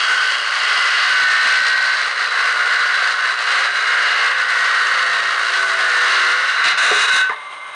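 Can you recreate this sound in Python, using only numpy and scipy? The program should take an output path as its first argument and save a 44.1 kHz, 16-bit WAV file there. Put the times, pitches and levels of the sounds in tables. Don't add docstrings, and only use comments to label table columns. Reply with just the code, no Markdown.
import sys
import numpy as np
from scipy import signal
from scipy.fft import rfft, irfft, next_fast_len
from scipy.io import wavfile
from scipy.ndimage import uniform_filter1d, minimum_filter1d, map_coordinates

SR = 44100
rng = np.random.default_rng(int(sys.argv[2]) if len(sys.argv) > 2 else 0)


def level_to_linear(level):
    exponent = np.asarray(level, float) / 20
    return 10 ** exponent


def master_out(mix):
    frames = np.transpose(np.atleast_2d(mix))
    ceiling = np.clip(frames, -1, 1)
    pcm = np.round(ceiling * 32767).astype(np.int16)
    wavfile.write(sys.argv[1], SR, pcm)


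N = 341765


def unit(x):
    return x / np.sqrt(np.mean(x ** 2) + 1e-20)


def along(points, hz):
    point_hz, value = np.transpose(points)
    return np.interp(np.log(hz + 1), np.log(point_hz + 1), value)


def curves(rows):
    time_s, *columns = np.transpose(rows)
    return [np.interp(np.arange(N) / SR, time_s, column) for column in columns]


def wobble(rate_hz, t=None):
    t = np.arange(N) / SR if t is None else t
    knots = rng.standard_normal(int(N * 300 / SR) + 4)
    return map_coordinates(knots, [t * min(rate_hz, 300)], order=2)


def filtered(x, response):
    m = next_fast_len(N + SR)
    return irfft(rfft(x, m) * response(np.fft.rfftfreq(m, 1 / SR)), m)[..., :N]


def resonance(f, hz, width_hz):
    return 1j * f * width_hz / (hz * hz - f * f + 1j * f * width_hz)


def peaked(f, spectrum, modes):
    peaks = sum((level_to_linear(db) - 1) * np.abs(resonance(f, hz, width_hz)) ** 2 for hz, width_hz, db in modes)
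    return level_to_linear(along(spectrum, f)) * (1 + peaks)


# (time [s], speed [turns/s])
SHAFT_SPEED = [(0, 62.9), (.18, 62.7), (.47, 64.4), (.79, 62.4), (1.04, 63.8), (1.29, 62.1), (1.58, 63.15),
               (1.94, 63.3), (2.3, 60.2), (2.55, 59.7), (3.08, 60.6), (3.33, 59.9), (3.86, 59.8),
               (4.6, 57.5), (5.44, 56.65), (5.66, 55.55), (6.26, 53.9), (6.47, 58)]
RUN_UP_TURNS_PER_S2, FREE_TURNS_PER_S, INERTIA_S = 8.8, 66, .1


def shaft():
    since_free = np.maximum(np.arange(N) / SR - SHAFT_SPEED[-1][0], 0)
    speed = np.minimum(curves(SHAFT_SPEED)[0] + RUN_UP_TURNS_PER_S2 * since_free, FREE_TURNS_PER_S)
    speed = uniform_filter1d(speed, round(INERTIA_S * SR))
    return np.cumsum(speed) / SR, speed


# (time [s], force [dB], sharpness of bite [dB])
FEED = [(0, -21.5, -4), (.11, -16.5, -4), (.44, -21, -4.5), (.86, -16.5, -6.5), (1.15, -17, -5.5),
        (1.63, -17, -4.5), (2.13, -17, -9), (2.55, -14.5, -9.5), (3.3, -16.5, -8.5), (4.1, -18, -8),
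        (4.36, -17.5, -8.5), (4.69, -17, -7), (5.33, -15.5, -9), (5.94, -16, -7), (6.2, -16, -6),
        (6.43, -20.5, -6.5), (6.53, -26.5, -4.5), (6.61, -21, -10.5)]
# (start [s], length [s], force [dB], sharpness [dB])
CONTACTS = [
    (6.637, .052, -13, 2),
    (6.772, .12, -16, -1),
    (6.89, .155, -19, 1),
    (7.075, .125, -17, -1),
]
ATTACK_S, LET_GO_DB_PER_S, DULLING_DB_PER_S = .01, 330, 200


def teeth():
    t = np.arange(N) / SR
    long_cut = (-0.94, 1 + FEED[-1][0], *curves(FEED))
    force, sharp = np.full(N, 1e-6), np.zeros(N)
    for start, length, db, sharp_db in [long_cut] + list(CONTACTS):
        after = np.maximum(t - start - length, 0)
        attack = np.clip((t - start) / ATTACK_S, 0, 1)
        push = level_to_linear(db - LET_GO_DB_PER_S * after) * attack
        force += push
        sharp += push * (sharp_db - DULLING_DB_PER_S * after)
    return force, sharp / force


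STEPS_PER_TURN = 512


def pattern(turns, period, memory):
    rows = rng.standard_normal((int(turns[-1] / period) + 2, STEPS_PER_TURN * period))
    for _ in range(2):
        rows = uniform_filter1d(rows, max(round(memory), 1), axis=0)
    return unit(map_coordinates(rows.ravel(), [turns * STEPS_PER_TURN]))


TEETH = 24
# (time [s], level [dB])
LOCKED_LEVEL = [(0, -9), (1.1, -3.5), (1.4, -2.5), (2, -11), (2.2, -16.5), (2.6, -11.5), (3.3, -9),
                (4.2, -2), (5, -8.5), (5.4, -20.5), (6.1, -3), (6.5, 3.5), (7.75, -5.5)]
# (frequency [Hz], gain [dB])
LOCKED_COLOUR = [(100, -6), (700, -5), (1600, 2), (3000, -2), (6000, -5), (10000, -9)]
# (frequency [Hz], level [dB/Hz])
CUT_COLOUR = [(35, -86.5), (60, -55), (340, -32.5), (449, -22), (909, -18), (1100, -3), (1520, -3),
              (2010, -2), (2430, -18), (2830, -17), (3500, -18.5), (4070, -15), (10000, -30.5),
              (13000, -81), (22000, -120)]
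# (frequency [Hz], width [Hz], level over colour [dB])
DAMPED_MODES = [(726, 28, 4), (1414, 40, 3.5), (1518, 130, 6.5), (2023, 73, 2), (2200, 110, 2),
                (2570, 87, 5.5), (2840, 76, 6), (3210, 250, -7.5), (4014, 34, 8), (4900, 46, 1.5),
                (5750, 70, 1.5), (6345, 120, 5), (8500, 150, 7)]
# (frequency [Hz], gain [dB])
ENTRY_COLOUR = [(100, 0), (2400, 3), (2600, 1.5), (3300, 18), (3550, -16.5), (4150, -6), (4350, 8),
                (4900, 6), (5300, 2), (10000, -2)]
# (frequency [Hz], gain [dB])
EXIT_COLOUR = [(100, 6), (1450, 4), (1750, 1), (2300, -5.5), (2800, 4.5), (3200, -3.5), (3800, 6.5),
               (4200, -8), (4600, -10.5), (5300, -4), (6200, 4), (8400, 4), (9600, 8)]
# (time [s], entering share [0-1], leaving share [0-1])
DEPTH = [(0, 0.59, 0.38), (.9, 0.36, 0.2), (1.3, 0.11, 0), (5.7, 0.17, 0.35), (6.3, 0.06, 0.21),
         (6.7, 0, 0.3), (6.8, 0, 0.68), (7.75, 0.1, 1)]
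PART_EDGES_HZ = (900, 2350, 5000)
# (level against force [dB], share of sharpness [1])
PARTS = [
    (-1, 0.017),
    (-17, 0.51),
    (-0.5, 1.023),
    (-12, 1.23),
]


def cut(turns):
    angle = 2 * np.pi * turns
    bite_db = 1.53 * np.sin(angle) + 1.43 * np.sin(2 * angle + 3.95) + 1.5 * np.sin(TEETH * angle)
    tearing = unit(level_to_linear(bite_db) * level_to_linear(1.4 * wobble(60)) * rng.standard_normal(N))
    locked = pattern(turns, period=1, memory=19.9) + level_to_linear(-0.5) * pattern(turns, period=3, memory=7)
    locked = filtered(locked, lambda f: level_to_linear(along(LOCKED_COLOUR, f)))
    force = tearing + level_to_linear(curves(LOCKED_LEVEL)[0]) * locked
    sound = filtered(force, lambda f: peaked(f, CUT_COLOUR, DAMPED_MODES))
    sound *= level_to_linear(.65 * wobble(7) + 1.1 * wobble(22))

    entering, leaving = np.clip(curves(DEPTH), 0, 1)
    shallow, free = filtered(sound, lambda f: level_to_linear([along(ENTRY_COLOUR, f), along(EXIT_COLOUR, f)]))
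    sound += entering * (shallow - sound) + leaving * (free - sound)

    board, to_mid, to_high = filtered(sound, lambda f: [1 / (1 + (f / hz) ** 12) for hz in PART_EDGES_HZ])
    bands = to_mid - board, board, to_high - to_mid, sound - to_high
    flutters_db = (0.08 * wobble(11), 0.78 * wobble(7.8), 0.8 * wobble(8.5),
                   0.5 * wobble(12) + 0.47 * wobble(250))
    push, sharp_db = teeth()
    out = np.zeros(N)
    for (db, share), band, flutter_db in zip(PARTS, bands, flutters_db):
        level_db = db + share * sharp_db + flutter_db
        out += level_to_linear(level_db) * band / np.std(band[SR:6 * SR])
    return push * out


# (shaft order [1], level at loaded speed [dB rms], growth [dB per turn/s lost])
GEAR_ORDERS = [(3, -62.5, 1), (6, -63, 1.5), (7, -51, 1.5), (9, -46.5, 1), (10, -49.5, 0), (12, -45.5, 1.5)]
LOADED_TURNS_PER_S, THROUGH_S = 60, 6.45


def gears(turns, speed):
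    hum = np.zeros(N)
    for order, db, grow_db in GEAR_ORDERS:
        level_db = db + grow_db * (LOADED_TURNS_PER_S - speed) + 3 * wobble(5)
        hum += level_to_linear(level_db) * np.sin(2 * np.pi * round(order) * turns)
    return hum * np.clip((THROUGH_S - np.arange(N) / SR) / .08 + 1, 0, 1)


GUARD_SHUT_S = 7.3
# (frequency [Hz], level [dB/Hz])
FAN_COLOUR = [(35, -43.5), (100, -19), (250, -23), (600, -8), (1100, 2), (1500, -1), (2300, -11.5),
              (3000, -10.5), (4200, -27), (4600, -29), (6000, -30.5), (7400, -34.5), (10000, -38.5),
              (13000, -61.5)]
# (frequency [Hz], width [Hz], level [dB])
HOUSING_MODES = [(577, 24, 8), (1060, 42, 8), (2150, 92, 13), (3970, 1400, 10), (6400, 300, 11.5),
                 (8850, 700, 19.5)]
# (frequency [Hz], level [dB rms])
GUARD_TONES = [(619, -50.5), (1163, -37.5), (1513, -44), (2056, -48.5), (2094, -36.5), (3840, -52),
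               (3935, -54)]
# (time [s], level [dB])
MOTOR_LEVEL = [(7.36, -31), (7.75, -30)]


def motor():
    t = np.arange(N) / SR
    gusts = level_to_linear(1.4 * wobble(45)) * rng.standard_normal(N)
    rush = unit(filtered(gusts, lambda f: peaked(f, FAN_COLOUR, HOUSING_MODES)))
    tones = np.zeros(N)
    for hz, db in GUARD_TONES:
        level = level_to_linear(db + 34 + 3 * wobble(30))
        tones += level * np.sin(2 * np.pi * hz * t + 0.77 * wobble(30))
    shut = np.clip((t - GUARD_SHUT_S) / 0.026, 0, 1)
    return level_to_linear(curves(MOTOR_LEVEL)[0] - 2.5) * (rush + shut * tones)


# (start [s], end [s], shaft order [1], level [dB rms])
SINGING_ORDERS = [(0.034, 0.336, 24, -17.5), (0.466, 0.76, 22, -23.5), (0.693, 0.958, 24, -17),
                  (0.977, 1.958, 24, -16), (1.2, 1.552, 29, -19.5), (0.946, 2.095, 30, -23),
                  (1.223, 2.0, 25, -21), (1.625, 2.058, 72, -34), (1.6, 2.1, 63, -30.5),
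                  (2.0, 2.896, 8, -47), (2.35, 3.3, 25, -20.5), (2.52, 3.018, 24, -22),
                  (2.55, 2.996, 27, -27), (2.996, 4.498, 26, -28.5), (3.81, 4.433, 36, -34),
                  (3.96, 4.36, 28, -25), (4.018, 4.43, 44, -33), (4.427, 5.374, 33, -22),
                  (4.71, 5.16, 78, -34), (4.777, 5.297, 32, -22), (5.547, 6.11, 27, -17),
                  (5.75, 6.15, 33, -20), (1.195, 3.898, 66, -35), (2.396, 4.213, 48, -39.5),
                  (6.105, 6.5, 26, -40), (6.647, 6.696, 30, -6.5)]


def song(turns):
    out = np.zeros(N)
    for start, end, order, db in SINGING_ORDERS:
        i = np.arange(max(round((start - .1) * SR), 0), round((end + .1) * SR))
        t = i / SR
        fade_s = min(.14, .4 * (end - start))
        swell = np.clip(np.minimum(t - start, end - t) / fade_s + .6, 0, 1) ** 2
        flicker = level_to_linear(1.8 * wobble(8, t) + 1.5 * wobble(25, t))
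        phase = 2 * np.pi * round(order) * turns[i] + 0.56 * wobble(14, t)
        out[i] += level_to_linear(db - 1.0) * flicker * swell * np.sin(phase)
    return out


# (time [s], peak [dB], pitch [Hz], t60 [s])
KNOCKS = [(.78, -43, 165, 0.13), (1.1, -43.5, 207, 0.33), (1.22, -35.5, 153, 0.077),
          (1.452, -35.5, 249, 0.11), (1.601, -41.5, 174, .15), (1.751, -51.5, 216, 0.2),
          (6.655, -24.5, 160, 0.099), (6.662, -22, 336, 0.089), (6.65, -16, 716, 0.26),
          (6.909, -11, 595, 0.057), (6.914, -8.5, 425, 0.086), (7.033, -22.5, 436, 0.084),
          (7.133, -26, 187, 0.057), (7.294, -9, 1205, .05), (7.296, -23.5, 447, 0.084),
          (7.305, -16, 1027, 0.13), (7.306, -25, 745, 0.034), (7.319, -16.5, 900, 0.061),
          (7.33, -10, 1100, 0.024), (7.361, -26, 2110, 0.034)]


def knocks():
    out, t = np.zeros(N + SR), np.arange(SR // 3) / SR
    for s, db, hz, t60 in KNOCKS:
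        rough, noise = rng.standard_normal((2, len(t)))
        smear = .5 * unit(signal.lfilter(*signal.butter(2, .4 * hz / SR), rough))
        ring = np.sin(2 * np.pi * hz * t + smear) + 0.72 * np.sin(2 * np.pi * 1.7 * hz * t - smear)
        dull = unit(signal.lfilter(*signal.butter(2, [hz / SR, 6 * hz / SR], "band"), noise))
        crack = 0.17 * level_to_linear(-60 * t / t60) * dull
        envelope = level_to_linear(db - 60 * t / t60) * (1 - np.exp(-t / 0.0013))
        out[round(s * SR):][:len(t)] += envelope * (ring + crack)
    return signal.lfilter(*signal.butter(2, 260 / SR, "high"), out[:N])


# (frequency [Hz], level [dB], t60 [s])
FREE_MODES = [(1414, -12, .2), (1515, 0, .33), (2105, -17, .17), (2584, -20, .3), (2702, -19, .35),
              (2853, -19, .35), (3790, -14, .1), (3900, -14, .1)]
# (time [s], level [dB])
SCRAPE_LEVEL = [
    (6.76, -57),
    (6.78, -14),
    (6.9, -19),
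    (7.06, -19),
    (7.15, -11),
    (7.2, -24),
    (7.23, -66),
]
# (time [s], level [dB])
FLICKS = [
    (7.099, -19),
    (7.19, -23),
]


def ringing():
    def modes(f):
        return sum(level_to_linear(db) * np.sqrt(t60) * resonance(f, hz, np.log(1000) / np.pi / t60)
                   for hz, db, t60 in FREE_MODES)

    noise, flick = rng.standard_normal(N), np.zeros(N)
    for s, db in FLICKS:
        flick[round(s * SR)] = level_to_linear(db + 45.5)
    drive = level_to_linear(curves(SCRAPE_LEVEL)[0]) * noise + flick
    choke = level_to_linear(-600 * np.maximum(np.arange(N) / SR - GUARD_SHUT_S, 0))
    return choke * filtered(drive, modes) / np.std(filtered(noise, modes))


# (frequency [Hz], t60 [s])
ROOM_DECAY = [(150, 0.52), (1500, 0.61), (5000, 0.45), (10000, 0.13)]


def workshop(x):
    hz, t, z = signal.stft(rng.standard_normal(SR // 2), SR, nperseg=256)
    decay = level_to_linear(-60 * t / along(ROOM_DECAY, hz)[:, None])
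    tail = signal.istft(z * decay, SR, nperseg=256)[1]
    delayed = np.pad(x, (300, 0))
    return signal.fftconvolve(delayed, tail / np.linalg.norm(tail))[:N]


def scene():
    turns, speed = shaft()
    saw = cut(turns) + knocks()
    tones = song(turns) + gears(turns, speed) + ringing()
    wet = workshop(level_to_linear(-14) * saw + level_to_linear(-22) * tones)
    return (saw + tones + wet + motor())[None]


def top_cut(x):
    return signal.sosfilt(signal.butter(12, 15740, fs=SR, output="sos"), x)


def record(dry):
    gain = np.minimum(1, .43 / (np.abs(dry) + 1e-9)) ** .9
    held = dry * uniform_filter1d(minimum_filter1d(gain, size=75), size=37)
    band = filtered(held, lambda f: f / (f + 60) / (1 + (f / 10000) ** 130))
    hiss = filtered(rng.standard_normal((1, N)), lambda f: np.abs(resonance(f, 14200, 3500)) ** 3)
    return top_cut(band + level_to_linear(-76) * hiss)


dry = scene()
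out = record(dry)
master_out(out)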